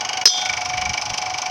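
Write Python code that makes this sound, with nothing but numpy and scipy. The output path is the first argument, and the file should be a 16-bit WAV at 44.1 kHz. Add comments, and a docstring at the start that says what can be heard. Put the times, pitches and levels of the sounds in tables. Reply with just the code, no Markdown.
"""A hydraulic piston pump hammers about 25 times a second, ticking and squirting over a droning hum.
Its strokes ring a cutter that strains on a steel bar, until the bar snaps, clanks against the jaws
and rings; the unloaded pump briefly speeds up. A limiter ducks everything around the snap.
Steel squeals thinly twice, and light air movement rumbles on the microphone."""
import sys
import numpy as np
from scipy.fft import rfft, irfft, next_fast_len
from scipy.io import wavfile
from scipy.ndimage import uniform_filter1d, minimum_filter1d, map_coordinates

SR = 44100
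rng = np.random.default_rng(int(sys.argv[2]) if len(sys.argv) > 2 else 0)


def unload_audio(sound):
    """Save the sound as a 16-bit wav file, at the path given as the first command line argument."""
    columns = np.transpose(np.atleast_2d(sound))
    # keep every value between -1 and 1, then stretch to whole-number steps
    steps = np.round(np.clip(columns, -1, 1) * 32767)
    wavfile.write(sys.argv[1], SR, steps.astype(np.int16))


N = 66150

# The stroke's mix as the load changes: time_s, tick_db, squirt_db, knock_db
STROKE_MIX = [(0, -22.5, -28.5, -27.5), (.24, -24, -29, -25), (.37, -21, -34, -29), (.42, -25, -21, -28.5),
              (.5, -26, -20, -20), (.58, -24, -23.5, -25.5), (.69, -27, -22.5, -27.5),
              (.75, -29, -25, -21.5), (.82, -21, -23, -17), (.9, -22.5, -22, -21.5), (.98, -23.5, -23, -22),
              (1.04, -26, -21.5, -28), (1.13, -28, -23.5, -26.5), (1.18, -22.5, -20.5, -30),
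              (1.24, -30, -27, -25), (1.38, -27, -25, -27.5), (1.425, -21.5, -22, -26.5),
              (1.5, -38, -24, -24.5)]
# The squirt trails the tick further once the load is gone: time_s, lag_s
SQUIRT_LAG = [(0, .001), (.37, .0015), (.45, .006), (.66, .0065), (.82, .004), (1.5, .004)]
# Tone colours of the valve tick, oil squirt and churning: frequency_hz, gain_db
TICK_EQ = [(1500, -18.5), (3000, -13), (4000, -5), (4700, -2), (5600, 3.5), (6300, 5), (6900, -15.5),
           (7600, -13.5), (8200, -43), (9800, -19), (11000, -33), (15000, -37)]
SQUIRT_EQ = [(500, -22.5), (1400, -8.5), (2000, -11.5), (2600, 3), (3000, 2), (3900, -8), (4700, 2.5),
             (5200, 6.5), (6100, 2), (6900, -13), (7600, -15.5), (8200, -22), (9800, -25), (11000, -32),
             (15000, -40)]
CHURN_EQ = [(30, -57), (100, -2), (300, -5.5), (500, -5), (750, 10), (1200, 0), (1700, -4), (2300, 1.5),
            (3100, -4.5), (3900, -9.5), (5200, -0.5), (6200, -3), (7200, -22.5), (9000, -31), (13000, -39),
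            (15500, -34)]
# Resonances of the bright casing and the hollow tank: pitch_hz, width_hz, gain_db
CASING_MODES = [(2235, 12, -3), (2274, 73, 0.5), (2900, 36, -5.5)]
TANK_MODES = [(644, 38, -3), (850, 75, 7), (1012, 63, 8.5), (1046, 110, -0.5), (1392, 27, 5.5)]

def pump(knock_lead_s=.0019, tank_lag_s=.0053, tank_db=-28, churn_db=-33):
    """Each stroke: a valve ticks, the casing knocks, oil squirts and the tank answers, over churning."""
    tick_db, squirt_db, knock_db = curves(STROKE_MIX)
    lag, = curves(SQUIRT_LAG)
    tick = coloured(stroke_noise(alike=.45), TICK_EQ) * amp(tick_db)
    tick *= stroke_envelope(0, attack_s=.0005, hold_s=.0025, decay_s=.0032, tail_db=-24.5, scatter_db=.5)
    squirt = coloured(stroke_noise(alike=.55), SQUIRT_EQ) * amp(squirt_db)
    squirt *= stroke_envelope(lag, attack_s=.0017, hold_s=.0047, decay_s=.0056,
                              tail_db=-21, scatter_db=-1.9)
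    knock = stroke_noise(alike=.85) * amp(knock_db)
    knock *= stroke_envelope(lag - knock_lead_s, attack_s=.00044, hold_s=.0024, decay_s=.0028,
                             tail_db=-6, scatter_db=-1.5)
    thud = stroke_noise(alike=.66) * amp(tank_db)
    thud *= stroke_envelope(lag + tank_lag_s, attack_s=.00071, hold_s=.0039, decay_s=.0021,
                            tail_db=-19, scatter_db=1.5)
    churn = amp(churn_db) * coloured(stroke_noise(alike=.44), CHURN_EQ)
    return tick + squirt + resonate(knock, CASING_MODES) + resonate(thud, TANK_MODES) + churn


# The pump's tempo, with a surge after the snap: time_s, strokes_per_s
PUMP_TEMPO = [(0, 24.24), (.3, 24.56), (.43, 26.45), (.64, 24.23), (.9, 24.96), (1.25, 24.5), (1.5, 25.74)]

def stroke_clock(first_stroke_s=.0072):
    """For each sample: the number of the stroke and the seconds since it began."""
    rate, = curves(PUMP_TEMPO)
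    turns = np.cumsum(rate) / SR + 1 - first_stroke_s * rate[0]
    return turns.astype(int), turns % 1 / rate


def stroke_noise(alike):
    """Noise in which a share of the power, alike, repeats with every stroke."""
    _, age = stroke_clock()
    repeating = rng.standard_normal(SR)[(age * SR).astype(int)]
    return np.sqrt(alike) * repeating + np.sqrt(1 - alike) * rng.standard_normal(N)


def stroke_envelope(delay_s, attack_s, hold_s, decay_s, tail_db, scatter_db, tail_s=.017):
    """Every stroke rises, holds, dies quickly and leaves a short tail, each at its own strength."""
    number, age = stroke_clock()
    t = np.maximum(age - delay_s, 0)
    fall = np.exp(-np.maximum(t - hold_s, 0) / decay_s) + amp(tail_db) * np.exp(-t / tail_s)
    strength = amp(scatter_db * rng.standard_normal(number[-1] + 1))[number]
    return strength * (1 - np.exp(-t / attack_s)) * fall


# The break, then the clank on the jaws: start_s, ring_db, crack_db
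STEEL_HITS = [(0.2555, 9.5, 10.5), (.2722, 2, -1.5)]
# Modes of the bar and jaws, one list each: pitch_hz, level_db, t60_s
RING_HZ = [425, 1645, 2470, 3189, 3314, 3576, 3621, 3971, 4337, 4595, 4941, 5190, 5222, 5326, 5469, 5830,
           5870, 6192, 7400, 8400, 9500, 10750, 11810]
RING_DB = [-14.5, -6, -10, -21.5, -20, -19.5, -26, -4.5, -5.5, -18, -2, 9, -7.5, -10.5, -10.5, -1, -14,
           -6.5, -28, -23, -36.5, -30, -37]
RING_T60_S = [0.045, 0.02, 0.026, 0.49, 0.52, 0.53, 0.3, 0.041, 0.16, 0.06, 0.24, 0.066, 0.15, 0.079, 0.14,
              0.11, 0.23, 0.16, 0.3, 0.069, 0.14, 0.14, 0.15]
# Tone colours of the hard crack and the bright rattle: frequency_hz, gain_db
CRACK_EQ = [(150, -16), (600, -14), (1000, -4), (1700, -0.5), (2800, -3), (4200, -2), (5300, -7),
            (6300, -10), (7200, -9.5), (9000, -20.5), (12000, -25.5), (15000, -28)]
RATTLE_EQ = [(150, -31), (400, -22), (1200, -14), (2600, -14), (3400, -5), (4300, 1), (5200, 1), (6100, 4),
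             (6900, -13), (7500, -18), (8000, -25), (11000, -28), (15000, -37)]

def snap(attack_s=.00089, wander_rad=.25):
    """The bar breaks and strikes the jaws: each blow is a crack, a dense rattle and ringing steel."""
    out = np.zeros(N)
    for start_s, ring_db, crack_db in STEEL_HITS:
        t = np.maximum(np.arange(N) / SR - start_s, 0)
        ring = sum(decay(t, db, t60_s) * np.sin(2 * np.pi * hz * t + wander_rad * wobble(118.1))
                   for hz, db, t60_s in zip(RING_HZ, RING_DB, RING_T60_S))
        rattle = coloured(rng.standard_normal(N), RATTLE_EQ)
        rattle *= decay(t, db=2, t60_s=.04) + decay(t, db=-19, t60_s=.52)  # loud clash, faint tail
        crack = coloured(rng.standard_normal(N), CRACK_EQ) * decay(t, crack_db, t60_s=.026) * (t > 0)
        out += (amp(ring_db) * ring + rattle) * (1 - np.exp(-t / attack_s)) + crack
    return out


# The hum's main tone: time_s, pitch_hz, level_db
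HUM_TONE = [(0, 745, -34.5), (.15, 752.6, -34), (.23, 741, -30), (.33, 734.7, -28), (.46, 744.8, -35),
            (.57, 729, -35.5), (.68, 731.8, -32.5), (.86, 738, -27), (.96, 739, -39.5), (1.14, 744, -36.5),
            (1.33, 740, -28), (1.41, 736, -38), (1.5, 742, -25.5)]
# Its octave: time_s, level_db
HUM_OCTAVE = [(0, -44.5), (.22, -43.5), (.36, -43.5), (.52, -36.5), (.65, -55.5), (1.5, -49)]
# Narrow noise bands that roughen it: pitch_hz, width_hz, gain_db
HUM_BANDS = [(735, 17, -1), (830, 10.6, -4.5)]

def hum(side_hz=839, side_db=-42, rough_db=-6, waver_db=.6, wander_rad=.7, pulse_db=2, crest_s=.02):
    """A wavering tone with its octave, a side tone and narrow noise, swelling after every stroke."""
    hz, db = curves(HUM_TONE)
    octave_db, = curves(HUM_OCTAVE)
    rate, = curves(PUMP_TEMPO)
    _, age = stroke_clock()
    phase = 2 * np.pi * np.cumsum(hz) / SR
    tone = np.sin(phase) * amp(db + waver_db * wobble(30.6))
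    octave = np.sin(2 * phase + wander_rad * wobble(38.7)) * amp(octave_db)
    side = np.sin(2 * np.pi * side_hz * np.arange(N) / SR + wander_rad * wobble(14.66)) * amp(side_db)
    rough = amp(db.mean() + rough_db) * resonate(rng.standard_normal(N), HUM_BANDS)
    pulse = amp(pulse_db * np.cos(2 * np.pi * rate * (age - crest_s)))
    return (np.sqrt(2) * (tone + octave + side) + rough) * pulse


# Resonances of the cutter while its jaws bite: pitch_hz, width_hz, gain_db
CUTTER_MODES = [(1770, 830, -9), (3200, 140, -2.5), (4630, 97, -1.5), (5350, 60, -16), (6406, 95, 0)]

def cutter(gain_db=-24.5):
    """Until the bar breaks, every stroke rings the strained cutter."""
    strokes = stroke_noise(alike=.51)
    strokes *= stroke_envelope(0, attack_s=.00074, hold_s=.002, decay_s=.0038, tail_db=-13, scatter_db=.4)
    biting = np.arange(N) / SR < STEEL_HITS[0][0]
    return amp(gain_db) * resonate(strokes * biting, CUTTER_MODES)


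# One squeal before the snap, a fainter one well after: start_s, length_s, level_db
SQUEAL_CUES = [(0.097, 0.1, -37.5), (1.039, 0.28, -45.5)]

def squeals(pitch_hz=3150, wander_rad=.5):
    """Steel squeals on one thin, unsteady tone that fades in and out."""
    t = np.arange(N) / SR
    swell = sum(amp(db) * np.sin(np.pi * np.clip((t - start_s) / length_s, 0, 1))
                for start_s, length_s, db in SQUEAL_CUES)
    return swell * np.sqrt(2) * np.sin(2 * np.pi * pitch_hz * t + wander_rad * wobble(67))


# Rise and fall of the puffs: time_s, level_db
AIR_PUFFS = [(0, -73), (.2, -49), (.33, -62), (.43, -64), (.49, -44), (.62, -50.5), (.76, -40), (.82, -37),
             (.9, -32), (.96, -52), (1.04, -48), (1.075, -37), (1.12, -30.5), (1.15, -52), (1.35, -44.5),
             (1.43, -62), (1.5, -49)]
# Their bassy tone colour: frequency_hz, gain_db
AIR_EQ = [(20, -16), (35, -20), (52, -7.5), (90, 1.5), (140, -5.5), (220, -15), (400, -41), (1000, -70)]

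def air(lumps_db=2):
    """Moving air buffets the microphone in soft, lumpy low puffs."""
    db, = curves(AIR_PUFFS)
    return amp(db + lumps_db * wobble(29.87)) * coloured(rng.standard_normal(N), AIR_EQ)


def amp(db):
    """Decibels to gain."""
    return 10 ** (np.asarray(db) / 20)


def decay(t, db, t60_s):
    """A gain that starts at db and falls 60 dB every t60_s."""
    return amp(db - 60 * t / t60_s)


def unit(x):
    """Scale to rms 1."""
    return x / np.sqrt(np.mean(x ** 2) + 1e-20)


def curves(rows):
    """One value per sample for each column after the time."""
    times, *columns = np.transpose(rows)
    return [np.interp(np.arange(N) / SR, times, column) for column in columns]


def wobble(rate):
    """A smooth random curve, rate knots a second."""
    knots = rng.standard_normal(int(N * rate / SR) + 4)
    return map_coordinates(knots, [np.arange(N) * rate / SR], mode="nearest")


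def filtered(x, response):
    """x times a complex response of frequency."""
    size = next_fast_len(N + SR // 2)
    return irfft(rfft(x, size) * response(np.fft.rfftfreq(size, 1 / SR)), size)[:N]


def coloured(x, eq):
    """x through an EQ curve, at rms 1."""
    hz, db = np.transpose(eq)
    return unit(filtered(x, lambda f: amp(np.interp(np.log(f + 1), np.log(hz), db))))


def resonate(x, modes):
    """x through a set of resonances with steep upper skirts, keeping its rms."""
    def body(f):
        return sum(amp(db) * 1j * f * width / (hz * hz - f * f + 1j * f * width)
                   / (1 + (f / (1.63 * hz)) ** 8) for hz, width, db in modes)
    return np.std(x) * unit(filtered(x, body))


def scene(air_db=-1):
    """Pump, hum, cutter, squealing and breaking steel and air at one microphone."""
    return (pump() + hum() + cutter() + squeals() + snap() + amp(air_db) * air())[None]


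def record(dry, ceiling_db=-3.5, recover_db_per_s=135, look_ahead_s=.016, top_hz=15800):
    """A look-ahead limiter ducks fast and recovers slowly; overshoots clip, then the top is cut."""
    x, ahead = dry[0], int(look_ahead_s * SR)
    power = np.abs(uniform_filter1d(x ** 2, size=180))
    over_db = np.maximum(10 * np.log10(power + 1e-12) - ceiling_db, 0)
    coming_db = -minimum_filter1d(-over_db, ahead, origin=-(ahead // 2))
    recovery = recover_db_per_s * np.arange(N) / SR
    duck_db = uniform_filter1d(np.maximum.accumulate(coming_db + recovery) - recovery, size=64)
    limited = np.clip(x * amp(-duck_db), -1, 1)
    return filtered(limited, lambda hz: hz < top_hz)[None]


dry = scene()
out = record(dry)
unload_audio(out)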